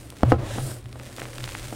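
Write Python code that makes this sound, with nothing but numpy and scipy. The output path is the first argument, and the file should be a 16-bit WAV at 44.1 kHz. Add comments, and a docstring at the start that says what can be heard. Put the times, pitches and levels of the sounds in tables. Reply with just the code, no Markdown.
"""A handful of soft chalk powder thuds into a plastic tub, close to the microphone in a quiet room.
Two hands plough through the heap with a fine hiss and a low rub, then lift and squeeze the powder:
it crunches in tiny fractures and small lumps snap. Underneath, the handled tub booms
and the air stirred by the hands rumbles. The sound is dry and mono."""
import sys
import numpy as np
from scipy.fft import rfft, irfft, next_fast_len
from scipy.io import wavfile
from scipy.ndimage import map_coordinates

SR = 44100
rng = np.random.default_rng(int(sys.argv[2]) if len(sys.argv) > 2 else 0)


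def output_pcm(signal):
    """Save a mono or channel-first signal as 16-bit PCM at the path in sys.argv[1].

    Samples are clipped to [-1, 1] before scaling.
    """
    pcm = np.clip(np.atleast_2d(signal).T, -1, 1) * 32767
    wavfile.write(sys.argv[1], SR, np.round(pcm).astype(np.int16))


N = 77175


def amp(db):
    return 10 ** (np.asarray(db) / 20)


def unit(x):
    return x / np.sqrt(np.mean(x ** 2) + 1e-20)


def along(points, hz):
    """Interpolate (frequency [Hz], value) points on a log frequency axis."""
    freqs, values = np.transpose(points)
    return np.interp(np.log(hz + 1), np.log(freqs + 1), values)


def level(rows):
    """A gain per sample from (time [s], level [dB]) points."""
    times, db = np.transpose(rows)
    return amp(np.interp(np.arange(N) / SR, times, db))


def wobble(rate):
    """A smooth random curve, rate knots a second."""
    return map_coordinates(rng.standard_normal(4096), [np.arange(N) * rate / SR], mode="wrap")


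def colour(x, gain):
    """Minimum-phase filter with the given gain as a function of frequency."""
    size = 2 * next_fast_len(len(x))
    cepstrum = irfft(np.log(np.maximum(gain(np.fft.rfftfreq(size, 1 / SR)), 1e-6)), size)
    cepstrum[1:size // 2] *= 2
    cepstrum[size // 2 + 1:] = 0
    return irfft(rfft(x, size) * np.exp(rfft(cepstrum)), size)[:len(x)]


def shaped(x, spectrum):
    """x filtered by (frequency [Hz], gain [dB]) points, at rms 1."""
    return unit(colour(x, lambda hz: amp(along(spectrum, hz))))


def add(out, start_s, x):
    """Mix x into out from start_s on."""
    i = int(round(start_s * SR))
    out[i:i + len(x)] += x[:len(out) - i]


def grains(per_s, spread_db):
    """Random tiny fractures of uneven size."""
    chance, size, sign = rng.random(N), rng.standard_normal(N), rng.choice([-1, 1], N)
    return (chance < per_s / SR) * sign * amp(spread_db * np.minimum(size, 2))


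def thuds(scatter_db=-23, scatter_t60=0.086, floor_hz=84, floor_t60=0.12, lag_s=0.000979):
    """Soft blows: a dull push spreads through the plastic, powder scatters, the tub and its floor ring."""
    # blows on the tub (time [s], level [dB], hardness [Hz], relative ring [dB], relative bass [dB])
    blows = [(0.2329, -1, 910, -15.5, -8), (0.3199, 0, 1570, -1, -15), (.3238, -8.5, 795, -1, -33),
             (.342, -20.5, 1410, -19, 5), (.362, -27, 910, -6, -20), (.444, -34, 596, -14, -22),
             (.559, -27, 500, 4, -23), (.580, -21.5, 700, -11, -20), (0.5843, -17, 1490, -2, -35),
             (.716, -29, 805, -3, -25), (.957, -29, 1400, -3, -22), (1.218, -29.5, 1800, 5.5, -27),
             (1.7262, -20.5, 1100, -0.5, -24)]
    # modes of the tub (frequency [Hz], relative level [dB], t60 [s])
    tub_modes = [(220.1, -15.5, 0.1), (290, -59, .1), (335.7, -13.5, 0.12), (458, -20, 0.12),
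                 (509, -14, 0.078), (720, -23.5, 0.12), (798, -17.5, 0.089), (1040, -27, .1),
                 (1294, -23, .1), (1400, -31, 0.13), (1500, -51, 0.069), (1810, -25.5, 0.031),
                 (2800, -12, .03)]
    # the dull push of a blow (frequency [Hz], gain [dB])
    push_spectrum = [(30, 1.5), (90, 5.5), (240, 12.5), (420, -3), (650, 6), (820, 3), (930, -3.5),
                     (1300, 4.5), (1900, -5.5), (2300, -22), (2900, -4), (5000, -24), (15000, -4)]
    # the faint crack as it begins (frequency [Hz], gain [dB])
    crack_spectrum = [(1000, -17), (4000, -30), (8000, -39), (15000, -60)]
    out, t = np.zeros(N), np.arange(SR // 3) / SR
    freqs = np.fft.rfftfreq(len(t), 1 / SR)
    # bending waves: 500 Hz arrives lag_s late, lower tones later still
    dispersion = np.exp(-4j * np.pi * lag_s * np.sqrt(500 * freqs))
    for start_s, db, hard_hz, ring_db, bass_db in blows:
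        soft = lambda hz: 1 / np.sqrt(1 + (hz / hard_hz) ** 6)
        body = lambda hz: soft(hz) * amp(along(push_spectrum, hz))
        impact = colour(1. * (t == 0), lambda hz: body(hz) + amp(along(crack_spectrum, hz)))
        push = irfft(rfft(impact) * dispersion, len(t))
        scatter = unit(colour(rng.standard_normal(len(t)), body)) * amp(scatter_db - 60 * t / scatter_t60)
        ring = sum(soft(hz) * amp(mode_db + rng.normal() - 60 * t / t60) * np.sin(2 * np.pi * hz * t)
                   for hz, mode_db, t60 in tub_modes)
        bass = amp(bass_db - 60 * t / floor_t60) * np.sin(2 * np.pi * floor_hz * t)
        add(out, start_s, amp(db) * (push / np.abs(push).max() + scatter + amp(ring_db) * ring - bass))
    return out


def snaps(crumble_db=-16, crumble_t60=0.012):
    """A lump breaks with a muffled click and crumbles for a few milliseconds."""
    # breaking lumps (time [s], click peak [dB], pitch [Hz], relative thin crack [dB])
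    lumps = [(0.103, -22.5, 7600, -12), (0.1243, -33, 1100, 3), (0.208, -30, 900, -31),
             (.858, -31.5, 2170, -19), (.9282, -27.5, 3480, -12), (0.9983, -26.5, 1940, -13.5),
             (1.014, -41, 2400, -14), (1.0442, -32, 4500, -15), (1.061, -29, 4200, -1),
             (1.1276, -28, 5000, -12), (1.165, -22.5, 5150, 1), (1.1734, -26, 4540, -2),
             (1.184, -22, 1340, -15), (1.195, -26, 1260, -13), (1.2181, -16.5, 1730, -32),
             (1.231, -29, 1730, -6), (1.2548, -21, 1900, -15), (1.333, -25.5, 2200, -13),
             (1.3571, -24.5, 4930, 2), (1.383, -19.5, 2300, -3), (1.4056, -25.5, 2170, -14),
             (1.441, -12.5, 2940, -3), (1.477, -20, 2120, -28), (1.4912, -18, 2740, -15),
             (1.521, -24, 2800, 3), (1.551, -17.5, 1780, -24), (1.596, -23.5, 3200, 11),
             (1.628, -28.5, 2800, -17)]
    out, t = np.zeros(N), np.arange(SR // 20) / SR
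    for start_s, db, pitch_hz, crack_db in lumps:
        highpass = lambda hz: hz / np.hypot(hz, 0.24 * pitch_hz)
        lowpass = lambda hz: 1 / np.sqrt(1 + (hz / (1.49 * pitch_hz)) ** 8)
        band = lambda hz: highpass(hz) * (lowpass(hz) + amp(crack_db) * pitch_hz / np.hypot(hz, pitch_hz))
        click = colour(1. * (t == 0), band)
        crumble = unit(colour(rng.standard_normal(len(t)), band)) * amp(crumble_db - 60 * t / crumble_t60)
        add(out, start_s, amp(db) * (click / np.abs(click).max() + crumble))
    return out


def crunch(peak_grains_per_s=3000, clump_db=2):
    """Squeezed powder fractures: single ticks under a light grip, dense clumps under a hard one."""
    # squeezing of the lifted handfuls (time [s], level [dB])
    grip = [(0, -52.5), (.1, -60), (.22, -49.5), (.36, -74), (.45, -50), (.7, -59), (.85, -61.5),
            (.95, -60), (1.07, -47.5), (1.15, -53), (1.185, -42), (1.3, -49), (1.45, -43.5), (1.6, -43.5),
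            (1.75, -45.5)]
    # fracturing powder (frequency [Hz], gain [dB])
    spectrum = [(200, -28.5), (600, -3.5), (1100, -3), (2000, 2), (3600, -1), (4400, -3), (6500, -3.5),
                (9000, -5), (11500, -12.5), (15500, -14)]
    squeeze = level(grip)
    density = (squeeze / squeeze.max()) ** 0.9
    fractures = grains(peak_grains_per_s * density, spread_db=6) / np.sqrt(density)
    return shaped(fractures * amp(clump_db * wobble(170)), spectrum) * squeeze


def rub(flutter_db=2):
    """The heap rubs on the tub as the hands plough through it."""
    # push of the hands into the heap (time [s], level [dB])
    plough = [(0, -51.5), (.1, -52), (.2, -48.5), (.25, -36), (.33, -31.5), (.38, -42), (.45, -33.5),
              (.5, -39), (.55, -41.5), (.62, -43), (.70, -37.5), (.76, -46.5), (.83, -54), (1.0, -47),
              (1.14, -49.5), (1.22, -43), (1.3, -45.5), (1.44, -45), (1.75, -45.5)]
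    # powder rubbing on plastic (frequency [Hz], gain [dB])
    spectrum = [(50, -19), (165, -3.5), (205, -0.5), (340, 4), (410, -1.5), (560, 2), (850, -9),
                (1200, -9.5), (1800, -15), (3000, -21), (12000, -40)]
    return shaped(rng.standard_normal(N) * amp(flutter_db * wobble(70.2)), spectrum) * level(plough)


def hiss(flutter_db=1.0):
    """Fine dust slides over the fingers, its ticks so dense that they merge."""
    # flow of the powder (time [s], level [dB])
    flow = [(0, -53), (.05, -54), (.075, -57.5), (.2, -62), (.27, -61), (.305, -45), (.325, -62),
            (.345, -66), (.41, -64), (.47, -53), (.54, -47), (.64, -41.5), (.715, -40.5), (.75, -48.5),
            (.79, -51.5), (.82, -64.5), (.95, -59.5), (1.15, -53.5), (1.45, -52.5), (1.75, -49)]
    # sliding dust (frequency [Hz], gain [dB])
    spectrum = [(300, -39), (1500, -7.5), (2500, -10.5), (5000, -4), (6400, -7.5), (8700, 1), (10000, -2),
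                (11000, -7.5), (13500, -10), (15500, -14)]
    dust = grains(per_s=16000, spread_db=3.5)
    return shaped(dust * amp(flutter_db * wobble(150)), spectrum) * level(flow)


def digs():
    """Fingertips dig in: a smooth scrape, darker than the hiss, swells and fades."""
    # fingertip strokes (peak time [s], level [dB], rise [s], fall [s])
    strokes = [(.304, -42.5, 0.008, 0.013), (0.541, -39.5, 0.077, 0.078)]
    # scraped powder (frequency [Hz], gain [dB])
    spectrum = [(300, -24), (800, 9), (1150, -8), (1700, 2), (2300, -5.5), (3000, -1), (3800, -0.5),
                (4400, -11), (7000, -6), (10000, -14.5), (15000, -36)]
    t = np.arange(N) / SR
    force = sum(amp(db - 6.7 * ((t - peak_s) / np.where(t < peak_s, rise, fall)) ** 2)
                for peak_s, db, rise, fall in strokes)
    return force * shaped(rng.standard_normal(N), spectrum)


def boom(pitch_hz=121.1, wander_hz=4.35, flutter_db=1.85):
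    """A narrow low resonance swells and wavers as the tub is handled."""
    # the tub's low boom (time [s], level [dB])
    swell = [(0, -44.5), (.2, -53), (.24, -34), (.275, -17), (.31, -17), (.345, -33), (.40, -26),
             (.45, -45), (.5, -36.5), (.55, -39), (.64, -27.5), (.71, -40.5), (.75, -35), (.82, -54),
             (.855, -35.5), (.9, -43), (.96, -37), (1.1, -48), (1.19, -50.5), (1.24, -38), (1.31, -49.5),
             (1.45, -35.5), (1.5, -50), (1.66, -41.5), (1.75, -43)]
    hz = pitch_hz + wander_hz * wobble(21.9)
    tone = np.sin(2 * np.pi * np.cumsum(hz) / SR)
    return unit(tone * amp(flutter_db * wobble(50))) * level(swell)


def stirred_air():
    """The hands move the air close to the microphone, and it rumbles."""
    # movement of the air (time [s], level [dB])
    stir = [(0, -39), (.19, -76), (.24, -46), (.45, -32.5), (.6, -37), (.73, -40.5), (.85, -47), (1.2, -49),
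            (1.4, -43.5), (1.75, -42)]
    # its rumble (frequency [Hz], gain [dB])
    spectrum = [(8, -5.5), (28, 22), (45, 11.5), (70, 10.5), (110, 20), (300, -50)]
    return shaped(rng.standard_normal(N), spectrum) * level(stir)


def room_tone(db=-47.5):
    """Steady low noise of the room behind the tub."""
    # the quiet room (frequency [Hz], gain [dB])
    spectrum = [(20, -8.5), (70, 8), (150, -5), (300, -1), (600, -20), (1200, -22), (4000, -24.5),
                (9000, -62), (15500, -39)]
    return shaped(rng.standard_normal(N), spectrum) * amp(db)


def scene():
    """Tub and hands, close and dry at one microphone."""
    chalk = thuds() + snaps() + digs() + hiss() + rub() + crunch()
    return (chalk + boom() + stirred_air() + room_tone())[None]


def record(dry, top_hz=15850):
    """The recorder keeps nothing above its band limit."""
    size = next_fast_len(N + SR // 4)
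    passband = np.fft.rfftfreq(size, 1 / SR) < top_hz
    return irfft(rfft(dry, size) * passband, size)[..., :N]


dry = scene()
out = record(dry)
output_pcm(out)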